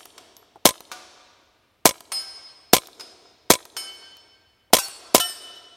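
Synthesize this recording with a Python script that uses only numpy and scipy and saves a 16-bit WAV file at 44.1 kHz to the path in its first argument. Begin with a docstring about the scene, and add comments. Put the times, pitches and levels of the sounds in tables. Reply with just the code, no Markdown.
"""Suppressed pistol and steel plates

A semi-automatic pistol is fired six times in a bare forest, while an earlier shot still echoes.
Each shot is a muzzle thump, a hiss of gas and the clatter of the bolt, close enough to overload the
microphone. Bullets excite the bending modes of near and far plates or land in the soil, spent cases
drop and ring, and trunks and hillside reflect the shots and hits."""
import sys
import numpy as np
from scipy import signal
from scipy.fft import rfft, irfft
from scipy.io import wavfile

SR = 44100
rng = np.random.default_rng(int(sys.argv[2]) if len(sys.argv) > 2 else 0)


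def transcribe(signal):
    """Save signal, clipped to [-1, 1], as a 16-bit WAV file at the path in sys.argv[1]."""
    frames = np.atleast_2d(signal).T
    limited = np.clip(frames, -1, 1)
    pcm = np.round(limited * 32767).astype(np.int16)
    wavfile.write(sys.argv[1], SR, pcm)


N = 254016
LEAD = SR // 4  # samples before t = 0, which hold the earlier shot
BULLET_M_S, SOUND_M_S = 300, 343
TOP_HZ = 15900


def undb(db):
    """Amplitude ratio: tenfold for every 20 dB."""
    return 10 ** (np.asarray(db) / 20)


def clock(seconds):
    """Uniform sampling instants, t/s."""
    return np.arange(int(seconds * SR)) / SR


def fade(t, t60):
    """Exponential decay: 60 dB in the time t60."""
    return np.exp(-np.log(1000) * t / max(t60, 1e-3))


def add(track, start_s, sound):
    """Superposition on a track that begins LEAD samples before t = 0."""
    i = max(LEAD + int(round(start_s * SR)), 0)
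    part = sound[:max(len(track) - i, 0)]
    track[i:i + len(part)] += part


def butterworth(x, hz, kind, order):
    """Filtering with a maximally flat passband."""
    return signal.sosfilt(signal.butter(order, np.minimum(hz, SR / 2 - 1), kind, fs=SR, output="sos"), x)


def log_frequencies(size):
    """Logarithmic frequency axis of a Fourier spectrum."""
    return np.log(np.maximum(np.fft.rfftfreq(size, 1 / SR), 1))


def spectral_gain(spectrum, size):
    """Spectral envelope through points (f/Hz, level/dB)."""
    hz, db = np.transpose(spectrum)
    return undb(np.interp(log_frequencies(size), np.log(hz), db))


def noise(spectrum, size):
    """Spectral shaping of white noise, scaled to unit rms."""
    x = irfft(rfft(rng.standard_normal(size)) * spectral_gain(spectrum, size), size)
    return x / x.std()


def burst(spectrum, db, t60):
    """A broadband transient: sudden onset, exponential decay."""
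    t = clock(.25)
    return undb(db) * noise(spectrum, len(t)) * fade(t, t60)


def ring(modes, seconds, in_step=False):
    """Free vibration: damped modes (f/Hz, level/dB, T60/s), started in step or in random phase."""
    t = clock(seconds)
    return sum(undb(db) * fade(t, t60) * np.sin(2 * np.pi * (hz * t + (0 if in_step else rng.random())))
               for hz, db, t60 in modes)


# spectrum of the ambient air: f/Hz, level/dB
AIR = [(20, 1.5), (45, 0), (85, 4.5), (160, -5.5), (400, -5.5), (1000, -14.5), (2500, -12), (6000, -26),
       (15000, -26.5), (18000, -34.5)]


def air(db):
    """Ambient noise: stationary, and strongest in the bass."""
    return undb(db) * noise(AIR, N)


# scatter from the near trees and from the hillside: f/Hz, level/dB
THICKET = [(60, -35.5), (160, -44.5), (320, -27.5), (700, -29.5), (1500, -28), (3000, -24.5), (6500, -25),
           (10000, -19), (15000, -26.5)]
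HILLSIDE = [(60, -38.5), (160, -41), (320, -27), (700, -28), (1500, -34), (3600, -30), (6500, -35),
            (10000, -49.5), (15000, -56.5)]


def forest(bass_t60=2.074, half_t60_hz=8500, hill_s=0.23, hill_rise_s=0.033, patchy_db=1.0, bands=10):
    """Reverberation: near trees scatter at once, the hillside late; air absorption shortens the treble."""
    t = clock(1.3)
    patches = undb(patchy_db * np.interp(t, np.linspace(0, 2, 400), rng.standard_normal(400)))
    scatter = rfft(rng.standard_normal(len(t)) * patches)
    near = scatter * spectral_gain(THICKET, len(t))
    far = 1j * scatter * spectral_gain(HILLSIDE, len(t))  # in quadrature, so the two add in power
    rise = (1 + np.tanh((t - hill_s) / hill_rise_s)) / 2
    centres_hz = np.geomspace(500, TOP_HZ, bands)
    response = 0
    for weights, hz in zip(np.eye(bands), centres_hz):
        band = np.interp(log_frequencies(len(t)), np.log(centres_hz), weights)
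        t60 = bass_t60 / (1 + (hz / half_t60_hz) ** 2)
        trees = irfft(near * band, len(t))
        hill = irfft(far * band, len(t)) * rise / fade(hill_s, t60)
        response += fade(t, t60) * (trees + hill)
    return response / np.sqrt(SR)


# single trunks and, last, the ridge: distance/m, lower f/Hz, upper f/Hz
REFLECTORS = [(14.7, 1400, 3800), (17.3, 1200, 3200), (21.3, 2400, 4400), (26.1, 900, 2400),
              (33.8, 2900, 4600), (89.6, 800, 1700)]


def trunks(blast, nearest_db=-36, loss_db_per_doubling=4.0):
    """Discrete reflection: each obstacle returns one band after the round trip, weaker with distance."""
    out = np.zeros(LEAD + N)
    for metres, low_hz, high_hz in REFLECTORS:
        db = nearest_db - loss_db_per_doubling * np.log2(metres / REFLECTORS[0][0])
        echo = undb(db) * butterworth(blast, [low_hz, high_hz], "bandpass", order=2)
        add(out, 2 * metres / SOUND_M_S - LEAD / SR, echo)  # the blast already includes the lead
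    return out


# spectrum of a dull knock: f/Hz, level/dB
KNOCK = [(40, -17), (150, -5.5), (400, 11), (900, 15), (1500, -9.5), (2500, -35.5), (8000, -22.5),
         (16000, -33.5)]
# knocks just before a shot: t/s, level/dB
KNOCKS = [(0.5579, -38), (4.704, -54)]


def handling():
    """Heavily damped impacts: the gun knocks as it is handled."""
    out = np.zeros(LEAD + N)
    for start_s, db in KNOCKS:
        add(out, start_s, burst(KNOCK, db, t60=.055))
    return out


# spectrum of a brass tick: f/Hz, level/dB
BRASS = [(60, 9), (500, 11), (1500, -3.5), (3000, 8), (6000, 9), (10000, 4.5), (13500, 6.5), (16000, 2)]
# flight of each shot's spent case: duration/s
CASE_FLIGHTS_S = [.15, .151, .151, .138, .15, .15, .15]
# stray cases bouncing on something hard: t/s, tick level/dB, ring level/dB
STRAY_CASES = [(.367, -37, -50.5), (4.1685, -43, -76), (5.557, -69, -60.5)]


def spent_cases(mode_hz=11680, beat_hz=55, ring_t60=0.21, landing_tick_db=-33, landing_ring_db=-64):
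    """Beats: a brass case lands with a tick and rings in two closely spaced modes."""
    out = np.zeros(LEAD + N)
    landings = [(shot_s + flight_s, landing_tick_db, landing_ring_db)
                for (shot_s, *_), flight_s in zip(SHOTS, CASE_FLIGHTS_S)]
    for start_s, tick_db, ring_db in landings + STRAY_CASES:
        modes = [(mode_hz, ring_db, ring_t60), (mode_hz + beat_hz, ring_db - 10, ring_t60)]
        add(out, start_s, burst(BRASS, tick_db, t60=0.014))
        add(out, start_s, ring(modes, seconds=.5))
    return out


# spectrum of a bursting bullet: f/Hz, level/dB
SPLASH = [(40, -24.5), (200, -18.5), (700, -3), (1300, -2), (2000, -5), (3200, -4.5), (5500, -2.5),
          (9000, -10.5), (13000, -18), (16000, -23)]
# impact on each target: crack T60/s, thud level/dB, spray level/dB (both re the crack, before filtering)
SURFACES = {"near": (0.01, 6.3, -20.5), "wide": (0.011, -2.5, -24.5), "heavy": (0.099, 8, -12),
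            "far": (0.054, 4, -17), "bank": (0.037, 3.5, -18.5)}


def impact(target, db):
    """Inelastic collision: a bullet bursts with a crack, a thud and a spray of fragments into leaves."""
    crack_t60, thud_db, spray_db = SURFACES[target]
    thud = butterworth(burst(SPLASH, db + thud_db, t60=.03), [900, 1600], "bandpass", order=2)
    fragments = butterworth(noise(SPLASH, SR), 6500, "lowpass", order=3)
    spray = undb(db + spray_db) * fragments * fade(clock(1), t60=1.0)
    return [burst(SPLASH, db, crack_t60), thud, spray]


def hanging_plate(modes, swing_hz=1.5, lobes_per_khz=1.6, doppler_per_khz=0.21, clang_db=-11,
                  flutter=0.53, flutter_hz=32):
    """Directivity: a twisting plate sweeps each mode's lobes past the listener, the high ones fastest."""
    t = clock(1.3)
    twist = np.sin(2 * np.pi * swing_hz * t)
    out = 0
    for hz, db, t60 in modes:
        khz = hz / 1000
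        lobe = 1 + .55 * np.cos(lobes_per_khz * khz * twist * (.5 + rng.random()))
        # each mode wavers irregularly in level and pitch
        knots = rng.standard_normal((2, 160))
        tremble, waver = (flutter * np.interp(t * flutter_hz, np.arange(len(k)), k) for k in knots)
        # the first violent flexing is brighter and is soon damped by the hanger
        decay = fade(t, t60) + undb(clang_db) * np.sqrt(khz) * fade(t, t60=0.37)
        phase = 2 * np.pi * (hz * t + rng.random()) + doppler_per_khz * khz * twist + np.sqrt(khz) * waver
        out += undb(db) * decay * lobe * (1 + tremble) * np.sin(phase)
    return out


def shimmer(db, low_hz=2500, high_hz=14500, longest_t60=0.17, count=70):
    """High modal density: a plate's many weak upper modes, the higher the shorter."""
    modes = [(hz, 0, longest_t60 * np.sqrt(low_hz / hz)) for hz in rng.uniform(low_hz, high_hz, count)]
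    return undb(db) * ring(modes, seconds=1.0) / np.sqrt(count / 2)


def bloom(sound, rise_s=0.0025):
    """Finite wave speed: the sound builds up as bending waves spread over the plate."""
    t = np.arange(len(sound)) / SR
    return sound * (1 - np.exp(-t / rise_s))


# modes of the small far plate: f/Hz, T60/s, level/dB struck at the centre, level/dB struck near the rim
FAR_PLATE = [(778, .7, -55, -56), (1311, .7, -50, -56), (1568, 1.8, -57, -52), (2217, 1.5, -56, -50),
             (3044, .9, -51, -31), (4286, 1.25, -37, -58), (4413, 1.3, -65, -44), (5079, .75, -19, -43),
             (5322, 1, -43, -44), (6567, .5, -62, -46), (6940, .8, -49, -54), (8400, .65, -38, -46),
             (8815, .35, -34, -40), (9249, .3, -35, -55), (9356, .2, -33, -60), (9908, .5, -47, -60),
             (10360, .55, -42, -44), (11570, .35, -46, -47), (12050, .5, -56, -48), (12590, .45, -52, -47),
             (13470, .35, -45, -58)]
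# modes of the larger plates: f/Hz, level/dB, T60/s
HEAVY_PLATE = [(737, -52, .8), (1190, -51, .7), (1455, -48, .55), (2358, -66, 1), (3467, -63, 1),
               (4355, -59, 1), (5464, -59, .7), (5803, -61, .8), (6589, -60, .7)]
NEAR_PLATE = [(800, -47, .6), (1540, -43, .4), (2335, -58, 1.2), (2806, -48, .5), (4418, -39, 1.3),
              (4766, -46, .35), (5580, -34, .3), (6604, -43, .3), (7400, -45, .6), (7778, -42, .5),
              (8533, -42, .6), (8969, -48, .4), (9410, -45, .35), (9750, -36, .3), (10610, -52, .55),
              (13030, -45, .22), (13818, -42, .25), (14520, -47, .2)]
WIDE_PLATE = [(711, -40, .25), (1351, -38, .3), (1795, -41, .7), (3002, -35, 1.1), (3607, -36, .3),
              (4672, -46, .7), (5193, -34, .6), (5464, -32, .4), (7708, -44, .5), (8369, -41, .35),
              (8637, -32, .5), (11880, -46, .25), (11985, -38, .2), (12280, -50, .35), (12740, -48, .4),
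              (13580, -51, .3), (14118, -43, .14)]
# each larger plate: modes, shimmer level/dB
BIG_PLATES = {"heavy": (HEAVY_PLATE, -46), "near": (NEAR_PLATE, -19), "wide": (WIDE_PLATE, -18)}


def steel_ring(target, db, place, far_shimmer_db=-34):
    """Modal excitation: a struck plate rings; on the small one the point of impact weights the modes."""
    if target == "far":
        modes = [(hz, db + centre + place * (rim - centre), t60) for hz, t60, centre, rim in FAR_PLATE]
        tones = hanging_plate(modes, swing_hz=1.2, lobes_per_khz=0.36, doppler_per_khz=0.067, clang_db=-24)
        shimmer_db = far_shimmer_db
    else:
        modes, shimmer_db = BIG_PLATES[target]
        tones = undb(db) * hanging_plate(modes)
    return [bloom(tones), bloom(shimmer(db + shimmer_db))]


# the plates and the earth bank: distance/m
RANGE_M = {"near": 8.43, "wide": 8.45, "heavy": 41.8, "far": 42.15, "bank": 43.9}


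def heard_after(target):
    """Travel time in seconds: the bullet flies out, the sound comes back."""
    return RANGE_M[target] / BULLET_M_S + RANGE_M[target] / SOUND_M_S


# one bullet per shot: target, impact level/dB, ring gain/dB, place (0 centre, 1 rim),
# level/dB in the bank if it glances on
BULLETS = [("bank", -35.5, 0, 0, None), ("heavy", -31, 0, 0, None), ("far", -25.5, .5, 0.22, None),
           ("far", -37.5, -24.5, 0.039, -33), ("far", -27.5, 0, 0.89, None), ("near", -20.5, 0.67, 0, None),
           ("wide", -16.5, 0.96, 0, None)]


def targets(impact_wet_db=27, ring_wet_db=21, wet_db_per_doubling=0.5):
    """Direct and reverberant sound: the share of a plate's ring sent to the forest grows with range."""
    arrivals = []
    for (shot_s, *_), (target, impact_db, ring_db, place, bank_db) in zip(SHOTS, BULLETS):
        hit_s = shot_s + heard_after(target)
        arrivals += [(hit_s, part, impact_wet_db) for part in impact(target, impact_db)]
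        if target != "bank":
            wet_db = ring_wet_db + wet_db_per_doubling * np.log2(RANGE_M[target] / RANGE_M["near"])
            arrivals += [(hit_s, part, wet_db) for part in steel_ring(target, ring_db, place)]
        if bank_db is not None:
            bank_s = shot_s + heard_after("bank")
            arrivals += [(bank_s, part, impact_wet_db) for part in impact("bank", bank_db)]
    direct, into_forest = np.zeros((2, LEAD + N))
    for start_s, sound, wet_db in arrivals:
        add(direct, start_s, sound)
        add(into_forest, start_s, undb(wet_db) * sound)
    return direct, into_forest


# spectrum of steel striking steel: f/Hz, level/dB
CLASH = [(30, -17), (70, -3.5), (140, -14), (500, -2.5), (1500, -5.5), (2500, -0.5), (4000, -1),
         (6000, 4.5), (9000, 0), (13000, 3), (16000, -10)]
# modes of the frame and suppressor tube: f/Hz, level/dB, T60/s
FRAME = [(565, -8, 0.039), (610, -9.5, 0.031), (1021, -5, 0.064), (1223, -21, 0.077), (2242, -8.5, 0.036),
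         (2260, -10.5, 0.024), (3350, -6.5, 0.012), (3400, 5, 0.0056), (3970, -4.5, 0.023),
         (5480, -9.5, 0.022), (6600, -17.5, 0.036), (8150, -10, 0.06), (8450, -12.5, .04),
         (9140, -7, 0.046)]
# striker, unlocking, rear stop, rebound, feeding, closing:
# fraction of the bolt cycle, snap level/dB, clash level/dB, clash T60/s
BLOWS = [(-.078, -34.5, -25, 0.043), (-.018, -18.5, -11, 0.0061), (0.168, -2.5, -11, .018),
         (0.327, -12, -13.5, .052), (0.656, -10.5, -15, .042), (0.993, -17, -24.5, .03)]


def bolt(snap_t60=0.0058, detune=0.012, ring_db=-9, bright_hz=15000, dulling_octaves=2.5):
    """Impact excitation: each blow snaps, clashes and rings the frame, duller as the bolt slows."""
    out = np.zeros(LEAD + N)
    for shot_s, _, return_db, cycle_s in SHOTS:
        for fraction, snap_db, clash_db, clash_t60 in BLOWS:
            blow_s = shot_s + fraction * cycle_s
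            gain = undb(return_db if fraction > .5 else 0)
            cutoff_hz = bright_hz / 2 ** (dulling_octaves * fraction ** 2)
            contact = burst(CLASH, snap_db, snap_t60) + burst(CLASH, clash_db, clash_t60)
            # slight random detuning at each blow makes the clatter less pitched
            modes = [(hz * (1 + detune * rng.standard_normal()), snap_db + ring_db + db, t60)
                     for hz, db, t60 in FRAME]
            add(out, blow_s, gain * butterworth(contact, cutoff_hz, "lowpass", order=1))
            add(out, blow_s, gain * ring(modes, seconds=.2, in_step=True))
    return out


# spectrum of escaping gas: f/Hz, level/dB
GAS = [(30, -12), (70, -10), (120, -15), (300, 3), (640, 8.5), (1400, -4), (2400, -5), (3600, 3.5),
       (6000, 2.5), (9000, -1.5), (13000, -1), (16000, -6)]
# puffs from the muzzle, from the opening breech, and their ground reflection:
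# delay/s, pulse level/dB, lower f/Hz, upper f/Hz, hiss level/dB, hiss T60/s
PUFFS = [(.0002, 7.5, 210.5, 915, 1.5, 0.02), (.0033, -5, 418, 1017, -1.5, 0.0077),
         (0.0111, -14.5, 400, 893, -15.5, .02)]
# shots: t/s, muzzle gain/dB, gain of the bolt's return stroke/dB, bolt cycle/s
SHOTS = [(-.0945, 3, 1, 0.04), (0.6547, 2, 1, 0.053), (1.8552, 1.5, -0.5, 0.055), (2.7334, 1.5, 1.5, 0.05),
         (3.5031, 1.5, 2.5, .0508), (4.7334, 2, 3, .052), (5.1472, 0, -0.5, .0505)]


def muzzle():
    """Gas expansion: the suppressor frees a slow pressure pulse and a hiss; breech and ground follow."""
    out = np.zeros(LEAD + N)
    for delay_s, pulse_db, low_hz, high_hz, hiss_db, hiss_t60 in PUFFS:
        pulse = butterworth(signal.unit_impulse(SR // 4), [low_hz, high_hz], "bandpass", order=2)
        pulse *= undb(pulse_db) / abs(pulse).max()
        for shot_s, db, *_ in SHOTS:
            add(out, shot_s + delay_s, undb(db) * (pulse + burst(GAS, hiss_db, hiss_t60)))
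    return out


def scene(air_db=-67, width_db=-27, side_air_db=-13):
    """Superposition: the close gun is nearly dry; the targets carry more forest echo."""
    blast = muzzle()
    hits, hits_into_forest = targets()
    gun = blast + bolt()
    echo = signal.fftconvolve(gun + hits_into_forest, forest())[:LEAD + N]
    mid = (gun + hits + spent_cases() + handling() + trunks(blast) + echo)[LEAD:] + air(air_db)
    # two ports almost side by side differ only by the pressure gradient and a little air noise
    side = undb(width_db) * np.gradient(mid) + air(air_db + side_air_db)
    return np.array([mid + side, mid - side])


def record(dry, ceiling=0.94, low_cut_hz=50, left_bias_db=.22):
    """Overload and band limiting: peaks clip flat, deep bass and top are cut, the left is favoured."""
    balance = undb([[left_bias_db], [-left_bias_db]])
    clipped = np.clip(dry, -ceiling, ceiling)
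    thinned = balance * butterworth(clipped, low_cut_hz, "highpass", order=2)
    return signal.sosfiltfilt(signal.ellip(8, .1, 50, TOP_HZ, fs=SR, output="sos"), thinned)


dry = scene()
out = record(dry)
transcribe(out)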